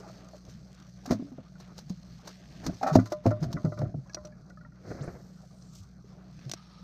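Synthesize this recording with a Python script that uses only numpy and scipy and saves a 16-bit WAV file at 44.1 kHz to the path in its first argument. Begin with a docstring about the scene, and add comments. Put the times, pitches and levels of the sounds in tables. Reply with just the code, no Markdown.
"""A slosh and a patter of drops: a hooked fish leaves the river. It lands in a small boat and thrashes,
booming the hollow hull, slapping the deck with wet skin and jolting a loose fitting into a clank.
Close by, an angler frees a reel's spool, swishes the rod, lets the line whistle out and clicks the reel
back into gear. A low hum and rumble, lapping water and a soft outdoor hiss lie under it all."""
import sys
import numpy as np
from scipy import signal
from scipy.fft import rfft, irfft, next_fast_len
from scipy.io import wavfile
from scipy.ndimage import uniform_filter1d, map_coordinates

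SR = 44100
rng = np.random.default_rng(int(sys.argv[2]) if len(sys.argv) > 2 else 0)


def dump(signal):
    """Clip the signal to [-1, 1] and save it as 16-bit WAV at the path in sys.argv[1]."""
    limited = np.clip(np.atleast_2d(signal).T, -1, 1)
    pcm = np.round(limited * 32767).astype(np.int16)
    wavfile.write(sys.argv[1], SR, pcm)


N = 301203
T = np.arange(N) / SR
AGE = T[:SR // 2]  # seconds since a contact


# The fish hits the hull. Each row: start in seconds, boom in dB, knock in dB, share of the free ring
# time, floor drum in dB.
BLOWS = [(1.108, -15.5, -30, 0.69, -33), (1.121, -24.5, -29.5, 0.74, -32), (1.222, -31.5, -50, 0.29, -66),
         (1.381, -39.5, -43, .69, -56), (2.665, -32, -51, 1, -39), (2.955, -7, -10.5, 0.71, -19.5),
         (2.964, -23, -36, 0.31, -33), (2.986, -17.5, -30, 0.61, -42), (3.256, -18, -22, 0.58, -21),
         (3.265, -18, -22.5, 0.99, -29), (3.645, -33, -38, 1, -32), (3.816, -30.5, -31, 0.96, -36.5),
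         (3.942, -36.5, -41.5, .42, -40)]
# The hollow hull's modes. Each row: pitch in Hz, relative level in dB, t60 in seconds.
HULL_MODES = [(196.5, -3.5, 0.15), (255, -1, 0.15), (295, 1, .05), (456, -10, 0.047), (518.6, -1.5, 0.074),
              (637, -8.5, .13), (674.3, -8, 0.11), (690, -0.5, 0.025), (781, -12.5, 0.037),
              (996, -39, 0.11), (1158, -24.5, 0.089), (1361, -23.5, 0.064)]

def hull():
    """Hard blows ring the hull and drum its floor; the fish's weight damps them when it stays down."""
    out = np.zeros(N)
    drum_hz, drum_t60 = 109, 0.35
    for s, boom_db, knock_db, ring_share, drum_db in BLOWS:
        rise = 0.00097 * 2 ** (-knock_db / 28)  # the attack doubles for a knock 28 dB softer
        add(out, s, strike(HULL_MODES, 430, boom_db, knock_db, rise, ring_share))
        drum = np.sin(2 * np.pi * drum_hz * AGE) * fade(drum_t60 * ring_share, rise=0.011)
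        add(out, s, amp(drum_db) * crest(drum))
    return out


# The soft body flops on the deck; hands and feet bump about.
# Each row: start in seconds, relative level in dB, panel pitch in Hz, attack in seconds.
THUDS = [(0.477, -43, 113, 0.0046), (1.074, -31.5, 257, 0.0025), (1.1, -19, 290, .005),
         (1.145, -24.5, 209, .0025), (1.193, -27.5, 255.6, 0.0033), (1.241, -36, 284, 0.0069),
         (1.317, -35, 253, 0.0022), (1.901, -24, 185, 0.0026), (2.672, -20, 179.5, 0.0076),
         (2.913, -16.5, 153, 0.01), (3.412, -20.5, 155, 0.015), (3.458, -25.5, 128.5, 0.0091),
         (3.539, -23, 160, 0.0021), (3.643, -15, 164.3, .0027), (3.668, -22, 153.5, 0.013),
         (3.793, -23, 136.7, 0.009), (3.827, -20, 132, 0.0025), (3.864, -28.5, 107, 0.0066),
         (3.937, -25, 149.4, .009), (3.968, -26.5, 132, 0.0097), (4.204, -42, 80, .005),
         (5.006, -25, 135, 0.0056), (5.796, -36, 97.6, 0.0088), (6.452, -32, 132, .017)]

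def thuds():
    """A soft push moves one panel: a short low note in a dull puff."""
    out = np.zeros(N)
    for s, db, hz, rise in THUDS:
        panel = crest(np.sin(2 * np.pi * hz * AGE) * fade(0.13, rise))
        puff = spatter([(hz / 3, -18), (hz, 0), (hz * 2, -7), (hz * 6, -28)], 0.11, rise)
        add(out, s, amp(db - 5.5) * (panel + 0.28 * puff))
    return out


# Tail and fin slaps, and first a drip landing on the boat at 0.479 s. Each row: start in seconds, relative
# spray and smack levels in dB, t60 in seconds.
SLAPS = [(0.479, -52, -55.5, 0.22), (1.0558, -39, -40.5, 0.1), (1.1054, -33.5, -26, 0.11),
         (1.5975, -49, -45.5, 0.12), (1.7778, -39.5, -40.5, 0.1), (1.8948, -43.5, -49, 0.063),
         (2.2707, -37.5, -36, 0.11), (2.625, -49.5, -38, 0.3), (2.6632, -29.5, -28.5, 0.049),
         (2.8275, -38.5, -25.5, 0.065), (2.8641, -38, -26.5, 0.16), (2.9246, -40, -33, .2),
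         (2.9514, -29, -22, 0.055), (2.9915, -45.5, -39, .11), (3.056, -45, -46, 0.078),
         (3.1205, -35.5, -32, 0.048), (3.259, -37.5, -28, .093), (3.3052, -49, -35, 0.062),
         (3.4228, -40, -36.5, 0.12), (3.4403, -43, -35, 0.035), (3.5269, -36, -37, 0.043),
         (3.649, -48, -36.5, .035), (3.789, -43.5, -41, .027), (3.816, -52, -34.5, 0.027)]
# Bright spray and fleshy smack. Each row: frequency in Hz, EQ gain in dB.
SPRAY_EQ = [(1650, -28), (2800, -12.5), (3230, -13.5), (4150, -2), (4720, -2.5), (6330, -3), (7800, -18),
            (8430, -17), (11100, -31.5), (12400, -19.5), (13100, -18.5), (15500, -29.5)]
SMACK_EQ = [(300, 2), (600, 2), (1300, -1.5), (2000, -9.5), (2900, -24.5), (4500, -40)]

def slaps():
    """Wet skin brushes the deck, then smacks it and throws fine spray; short slaps are the crispest."""
    out = np.zeros(N)
    brush_lead_s = 0.025
    for s, spray_db, smack_db, t60 in SLAPS:
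        for eq, db in (SPRAY_EQ, spray_db - 6), (SMACK_EQ, smack_db - 6.5):
            add(out, s - brush_lead_s, amp(db - 15) * spatter(eq, t60=0.095, rise=0.02))
            add(out, s, amp(db) * spatter(eq, t60, rise=0.035 * t60))
    return out


# Jolts of a hollow fitting. Each row: start in seconds, relative clank and overtone levels in dB.
JOLTS = [(2.988, -50, -34.5), (3.058, -44, -44), (3.119, -19, -36.5), (3.311, -20, -34),
         (3.567, -37, -36.5), (3.654, -29.5, -44), (3.72, -29.5, -42), (3.774, -37, -42.5),
         (3.791, -31, -54), (3.824, -43, -62), (3.851, -39, -50.5), (4.168, -33.5, -44.5),
         (4.246, -36, -54)]
# The fitting's modes. Each row: pitch in Hz, relative level in dB, t60 in seconds.
FITTING_MODES = [(339, -1, 0.065), (440, -6.5, 0.046), (605, 1.5, 0.2), (658, 1.5, 0.045), (786, -15, .08),
                 (1019, -13, 0.18), (1110, -16, 0.12), (1208, -7.5, .11), (1348, -4.5, 0.07),
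                 (1441, -4, 0.056), (1827, -20, 0.087), (2003, -14.5, 0.066), (2326, -18.5, .03)]

def fitting():
    """The loose fitting clanks, then sings on in its lowest long mode."""
    out = np.zeros(N)
    for s, db, overtone_db in JOLTS:
        add(out, s, strike(FITTING_MODES, 930, db - 7, overtone_db - 4, rise=0.0022))
    return out


# Skids on the deck. Each row: start and length in seconds, level and overtones in dB, chirp pitch in Hz.
SKIDS = [(2.812, .005, -34, -56.5, 735), (2.829, .016, -23, -37, 796), (2.862, .051, -23, -32.5, 715)]
# The deck's modes. Each row: pitch in Hz, relative level in dB, t60 in seconds.
DECK_MODES = [(257, -21.5, 0.22), (628, -10, 0.079), (700, -8, 0.027), (758, -5.5, 0.059),
              (1136, -16.5, 0.12), (1309, -7.5, 0.054), (1438, -7, 0.029), (1824, -18, 0.043),
              (2426, -24, 0.04)]

def skids():
    """Stick and slip: each jerk chirps and rings the deck, weaker and lower as the skid slows."""
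    out = np.zeros(N)
    jerk_gap_s, fade_db_per_s, sag_hz_per_s = 0.0115, 198, 1700
    for s, length, db, overtone_db, hz in SKIDS:
        for age in np.arange(0, length, jerk_gap_s):
            loss_db = fade_db_per_s * age
            chirp = (hz - sag_hz_per_s * age, 3, 0.022)
            jerk = strike([chirp] + DECK_MODES, 1000, db - loss_db, overtone_db - loss_db / 2, rise=0.0035)
            add(out, s + age * (1 + 0.06 * rng.standard_normal()), jerk)
    return out


# The body slides between flops. Each row: peak time in seconds, level in dB.
SLIDES = [(2.68, -32), (3.02, -37.5), (3.33, -39), (3.451, -36), (3.569, -36.5), (3.84, -35.5)]
# A dull rub. Each row: frequency in Hz, EQ gain in dB.
RUB_EQ = [(30, 5.5), (70, 5), (150, 9.5), (330, 4.5), (480, -14), (680, 1.5), (950, -37.5), (1400, -18.5),
          (2200, -35.5), (3000, -61)]

def slides():
    """The wet body rubs along the deck in fits."""
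    sliding = sum(amp(db) * swell(s, 236, 259.5) for s, db in SLIDES)
    return sliding * amp(3.3 * wobble(90)) * noise(RUB_EQ)


# Upper-mid sizzle, shared with the outdoor hiss. Each row: frequency in Hz, EQ gain in dB.
SIZZLE_EQ = [(1500, 0), (2300, -4), (3000, -5.5), (3700, -4), (5000, -19)]

def squelch(start_s=2.2, length_s=1.0, ticks=32):
    """Wet skin peels off the deck in tiny ticks as the fish begins to writhe."""
    out = np.zeros(N)
    for when, softness in rng.random((ticks, 2)):
        tick = spatter(SIZZLE_EQ, t60=0.022, rise=0.0006)
        add(out, start_s + length_s * when ** 0.7, amp(-60.5 - 12 * softness) * tick)
    return out


# The loudest drops on the river. Each row: start in seconds, relative level in dB, bubble pitch in Hz.
DROPS = [(0.003, -44, 415), (0.045, -46, 810), (0.064, -43.5, 637), (0.097, -42.5, 630),
         (0.334, -43.5, 647), (0.345, -41.5, 590), (1.056, -38, 727), (1.555, -53, 1430), (5.434, -52, 605),
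         (6.043, -49.5, 396)]

def drops(laps_per_s=3.7, lap_hz=693):
    """Each drop traps a bubble that rises in pitch inside a little splash; faint laps come at random."""
    out = np.zeros(N)
    laps = [(when * N / SR, -58.5 + 8 * (size - 0.5), lap_hz * 2 ** (1.6 * (pitch - 0.5)))
            for when, size, pitch in rng.random((int(laps_per_s * N / SR), 3))]
    for s, db, hz in DROPS + laps:
        bubble = np.sin(2 * np.pi * hz * AGE * (1 + 0.58 * AGE)) * fade(t60=0.054, rise=0.00074)
        splash = spatter(SMACK_EQ, t60=0.13, rise=0.003)
        add(out, s, amp(db - 3.5) * (crest(bubble) + 0.2 * splash))
    return out


# Moving water, shared with the river's wash. Each row: frequency in Hz, EQ gain in dB.
WATER_EQ = [(160, -32.5), (290, 1.5), (480, -4.5), (630, 0), (980, -12), (1200, -5.5), (1450, -8.5),
            (1700, -16.5), (2500, -23.5), (3250, -51.5)]

def slosh():
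    """The river churns shut over the spot where the fish left it."""
    churn = amp(4.1 * wobble(71.4)) * patchy(noise(WATER_EQ), depth_db=0.5)
    return amp(-54.5) * swell(0.06, 30, 66) * churn


# The crack of a tiny contact, shared with the reel. Each row: frequency in Hz, EQ gain in dB.
CRACK_EQ = [(1500, -5), (3000, -3.5), (4500, -0.5), (6300, 2), (7500, -5.5), (10800, -24), (12400, -16),
            (15500, -26)]

def drips(length_s=1.0, count=20):
    """Fine drips tick on the boat, thinning out while the fish hangs in the air."""
    out = np.zeros(N)
    for when, softness in rng.random((count, 2)):
        tick = spatter(CRACK_EQ, t60=0.02, rise=0.0006)
        add(out, length_s * when ** 1.7, amp(-55.5 - 12.5 * softness) * tick)
    return out


# Thumb bar and clutch. Each row: start in seconds, then ring, housing and crack levels in dB.
CLICKS = [(4.095, -58, -53, -72), (4.133, -51, -65, -75), (4.1448, -32, -42, -44), (4.151, -62, -51, -57),
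          (4.25, -49, -62, -55.5), (4.254, -55, -68, -65), (4.27, -61, -75, -61), (4.498, -64, -65, -65),
          (5.622, -58, -76, -79), (6.39, -62, -55, -68), (6.495, -58, -47, -42.5),
          (6.5141, -36.5, -46, -36), (6.535, -39.5, -36.5, -38.5)]
# Modes of the housing and spool. Each row: pitch in Hz, relative level in dB, t60 in seconds.
REEL_MODES = [(321, -4, 0.031), (647, 2, 0.02), (1160, -5, 0.021), (1546, -4, 0.016), (2560, -5.5, 0.018),
              (4190, -4, 0.024), (4640, -7, .022), (5120, -0.5, 0.017), (5770, -2.5, 0.033),
              (6200, -4.5, .025), (6530, -7.5, 0.014)]

def reel_clicks():
    """The clutch snaps against the housing: a sharp crack and a small, bright ring."""
    out = np.zeros(N)
    for s, ring_db, housing_db, crack_db in CLICKS:
        add(out, s, strike(REEL_MODES, 3200, housing_db, ring_db, rise=0.0012))
        add(out, s, amp(crack_db) * spatter(CRACK_EQ, t60=0.026, rise=0.001))
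    return out


# The rod's two strokes. Each row: moment of top speed in seconds, rush in dB, hiss in dB.
STROKES = [(4.9, -41, -59), (5.04, -41, -64.5)]
# Low rush and airy top, the top shared with the outdoor hiss. Each row: frequency in Hz, EQ gain in dB.
SWISH_EQ = [(35, -14), (70, 0), (140, 0), (270, -6), (500, -6), (680, -9.5), (950, -23.5), (1300, -18),
            (2000, -24.5), (2800, -42), (3500, -58)]
HISS_EQ = [(3000, -17), (3700, -11), (4200, 1), (5100, -1), (6300, -0.5), (7100, -12), (8500, -15.5),
           (9800, -24.5), (11200, -31.5), (12400, -18.5), (13500, -19.5), (15700, -38)]

def rod_swing(stop_s=5.076):
    """The rod sweeps the air back and forward, and shudders as it is checked."""
    out = np.zeros(N)
    for s, rush_db, hiss_db in STROKES:
        air = amp(rush_db + 3.3 * wobble(60)) * noise(SWISH_EQ) + amp(hiss_db) * noise(HISS_EQ)
        out += swell(s, 210, 78.5) * air
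    add(out, stop_s, amp(-31) * spatter(SWISH_EQ, t60=0.1, rise=0.0021))
    return out


# Line running through the guides. Each row: frequency in Hz, EQ gain in dB.
RUSTLE_EQ = [(2000, -11.5), (4000, -1.5), (6000, 3), (8400, -5.5), (9300, -16.5), (11000, -21),
             (12600, -11.5), (15500, -21)]

def spool(release_s=4.992, brake_s=5.76):
    """The spool spins up and coasts, whistling as line rustles out, until the thumb brushes it still."""
    drag_free_hz, spin_up_s, coast_s = 19800, 0.088, 0.68
    age = np.maximum(T - release_s, 0)
    hz = drag_free_hz * (1 - np.exp(-age / spin_up_s)) * np.exp(-age / coast_s)
    colour_db = np.interp(hz, *np.transpose(RUSTLE_EQ))
    pull_db = 23 * np.exp(-age / 0.075)  # louder while the lure pulls the spool up to speed
    whistle = amp(-78.5 + colour_db + pull_db) * whine(hz, width_hz=2600)
    rustle = amp(2.4 * wobble(160)) * noise(RUSTLE_EQ)
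    running = np.clip(age / 0.038, 0, 1) * swell(brake_s, 0, 200)
    thumb = amp(-58.5) * swell(brake_s, 490, 183) * rustle
    return running * (whistle + amp(-73.5) * rustle) + thumb


# Tackle taps as the rod is raised. Each row: start in seconds, level in dB, pitch in Hz.
TAPS = [(4.097, -52.5, 1660), (4.322, -60, 1690), (4.503, -53.5, 1445), (4.572, -51, 1264),
        (4.61, -54.5, 1425), (4.648, -52, 1380), (4.72, -62, 1400)]

def tackle_taps():
    """Each light tap is a brief pip with a weaker overtone and a faint low ring."""
    out = np.zeros(N)
    for s, db, hz in TAPS:
        modes = [(600, 0, 0.1), (hz, 0, 0.06), (hz * 1.35, -7, 0.04)]
        add(out, s, strike(modes, 930, db - 8.5, db, rise=0.002))
    return out


# The gears' noise and their tones. Each row: frequency in Hz, relative level in dB.
GEAR_EQ = [(400, -14), (800, 7), (1250, 1), (2000, -2), (3000, -1), (4200, 6), (5700, -6), (7000, -19),
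           (9000, -27), (11000, -29), (14000, -32)]
GEAR_TONES = [(1250, -2), (5500, -7.5), (9000, -26)]

def gears(start_s=6.53, rise_s=0.016):
    """The handle turns the reel's gears in a soft, fluttering whirr."""
    whirr = noise(GEAR_EQ) + sum(amp(db) * whine(hz, width_hz=150) for hz, db in GEAR_TONES)
    turning = np.clip((T - start_s) / rise_s, 0, 1)
    return turning * amp(-65.5 + 2.4 * wobble(80)) * whirr


def river():
    """A steady wash of water, lapping in slow swells and quick ripples."""
    lapping = amp(1.2 * wobble(4) + 2.4 * wobble(25))
    return amp(-64.5) * lapping * patchy(noise(WATER_EQ), depth_db=3.0)


# The low bed: hum harmonics and rumble colour. Each row: frequency in Hz, relative level in dB.
HUM_TONES = [(61.7, -60.5), (123.4, -60), (185, -55)]
RUMBLE_EQ = [(20, -15), (45, -2), (90, -8), (160, 9), (215, 0), (280, -13), (450, -41)]

def low_bed():
    """Three harmonics hum and waver in an uneven rumble."""
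    hum = np.zeros(N)
    for hz, db in HUM_TONES:
        level = np.sqrt(2) * amp(db - 0.5 + 2.04 * wobble(9))
        hum += level * np.sin(2 * np.pi * hz * T + 0.5 * wobble(9))
    return hum + amp(-54.5 + 3.9 * wobble(8.8)) * noise(RUMBLE_EQ)


# Fader moves for the treble. Each row: time in seconds, relative hiss and sizzle levels in dB.
TREBLE_FADERS = [(0.0, -65.5, -75), (0.38, -67, -71), (0.61, -68, -76.5), (1.65, -71, -74.5),
                 (1.94, -68, -74), (2.55, -64.5, -68), (2.79, -62, -69), (3.02, -65.5, -72),
                 (3.27, -74.5, -75.5), (3.69, -66, -77), (3.88, -72, -79), (4.43, -73.5, -93),
                 (4.87, -77.5, -81.5), (5.02, -70, -83), (5.97, -73, -83), (6.54, -67.5, -70.5),
                 (6.66, -72, -73), (6.83, -70, -73)]

def outdoor_hiss():
    """Two bands of soft noise drift in level and crackle finely together."""
    times, *faders = np.transpose(TREBLE_FADERS)
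    hiss_db, sizzle_db = (np.interp(T, times, fader) for fader in faders)
    sizzle = amp(sizzle_db + 0.5 + 2.8 * wobble(14)) * noise(SIZZLE_EQ)
    hiss = amp(hiss_db - 0.5) * patchy(noise(HISS_EQ), depth_db=1.5)
    crackle = amp(1.5 * wobble(12) + 2.3 * wobble(400))
    return (sizzle + hiss) * crackle


def strike(modes, split_hz, low_db, high_db, rise, ring_share=1):
    """Ring a body at random mode strengths; modes below and above split_hz get separate levels."""
    low, high = np.zeros((2, len(AGE)))
    for (hz, db, t60), (size, detune) in zip(modes, rng.standard_normal((len(modes), 2))):
        # broad, quickly dying modes shift with the point of contact
        cycles = hz * AGE + 0.25 * detune * AGE / t60
        band = low if hz < split_hz else high
        band += amp(db + 2 * size) * np.sin(2 * np.pi * cycles) * fade(t60 * ring_share, rise)
    return amp(low_db) * crest(low) + amp(high_db) * crest(high)


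def spatter(eq, t60, rise):
    """A burst of noise that breaks into millisecond droplets."""
    clumps_db = 3 * wobble(500, size=len(AGE))
    return crest(noise(eq, size=len(AGE)) * amp(clumps_db) * fade(t60, rise))


def whine(hz, width_hz):
    """A fuzzy tone of rms 1."""
    phase = 2 * np.pi * np.cumsum(hz * np.ones(N)) / SR
    return unit(np.sin(phase) * wobble(width_hz))


def noise(eq, size=N):
    """Noise of rms 1 coloured by (Hz, dB) points, silent beyond them."""
    padded = next_fast_len(size)
    hz, db = np.transpose(eq)
    log_bins = np.log(np.fft.rfftfreq(padded, 1 / SR) + 1)
    gain = amp(np.interp(log_bins, np.log(hz), db, left=-120, right=-120))
    return unit(irfft(rfft(rng.standard_normal(padded)) * gain, padded)[:size])


def patchy(x, depth_db):
    """Let narrow bands of a noise swell and sink on their own."""
    bands = signal.stft(x, nperseg=512)[2]
    patches = uniform_filter1d(rng.standard_normal(bands.shape), size=6, axis=0)
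    patches = uniform_filter1d(patches, size=10, axis=1)
    return unit(signal.istft(bands * amp(depth_db * unit(patches)), nperseg=512)[1][:N])


def wobble(rate, size=N):
    """A smooth random curve, rate knots a second."""
    return map_coordinates(rng.standard_normal(int(size * rate / SR) + 4), [T[:size] * rate])


def fade(t60, rise):
    """Envelope of a contact: a quick attack, then 60 dB of decay every t60 seconds."""
    return np.exp(-np.log(1000) * AGE / t60) * (1 - np.exp(-(AGE / rise) ** 2))


def swell(s, rise_db_per_s, fall_db_per_s):
    """Envelope of a stroke that grows up to time s and then dies away."""
    return amp(-np.maximum(rise_db_per_s * (s - T), fall_db_per_s * (T - s)))


def amp(db):
    """Decibels to gain."""
    return 10 ** (np.asarray(db) / 20)


def unit(x):
    """Scale to rms 1."""
    return x / np.sqrt(np.mean(x ** 2) + 1e-20)


def crest(x):
    """Scale a hit so that its loudest 4 ms have rms 1."""
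    return x / np.sqrt(uniform_filter1d(x ** 2, 176).max() + 1e-20)


def add(track, s, sound):
    """Mix a sound into the track at time s."""
    room = track[max(round(s * SR), 0):][:len(sound)]
    room += sound[:len(room)]


def scene():
    """Everything heard from the boat, in mono."""
    lift = slosh() + drops() + drips()
    thrashing = hull() + thuds() + skids() + fitting() + slaps() + slides() + squelch()
    angler = tackle_taps() + reel_clicks() + gears() + rod_swing() + spool()
    ambience = low_bed() + river() + outdoor_hiss()
    return (lift + thrashing + angler + ambience)[None]


def record(dry):
    """A brick-wall low-pass trims the very top of the mix."""
    top_hz = 15750
    padded = next_fast_len(N + SR // 2)
    passband = np.fft.rfftfreq(padded, 1 / SR) < top_hz
    return irfft(rfft(dry, padded) * passband, padded)[..., :N]


dry = scene()
out = record(dry)
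dump(out)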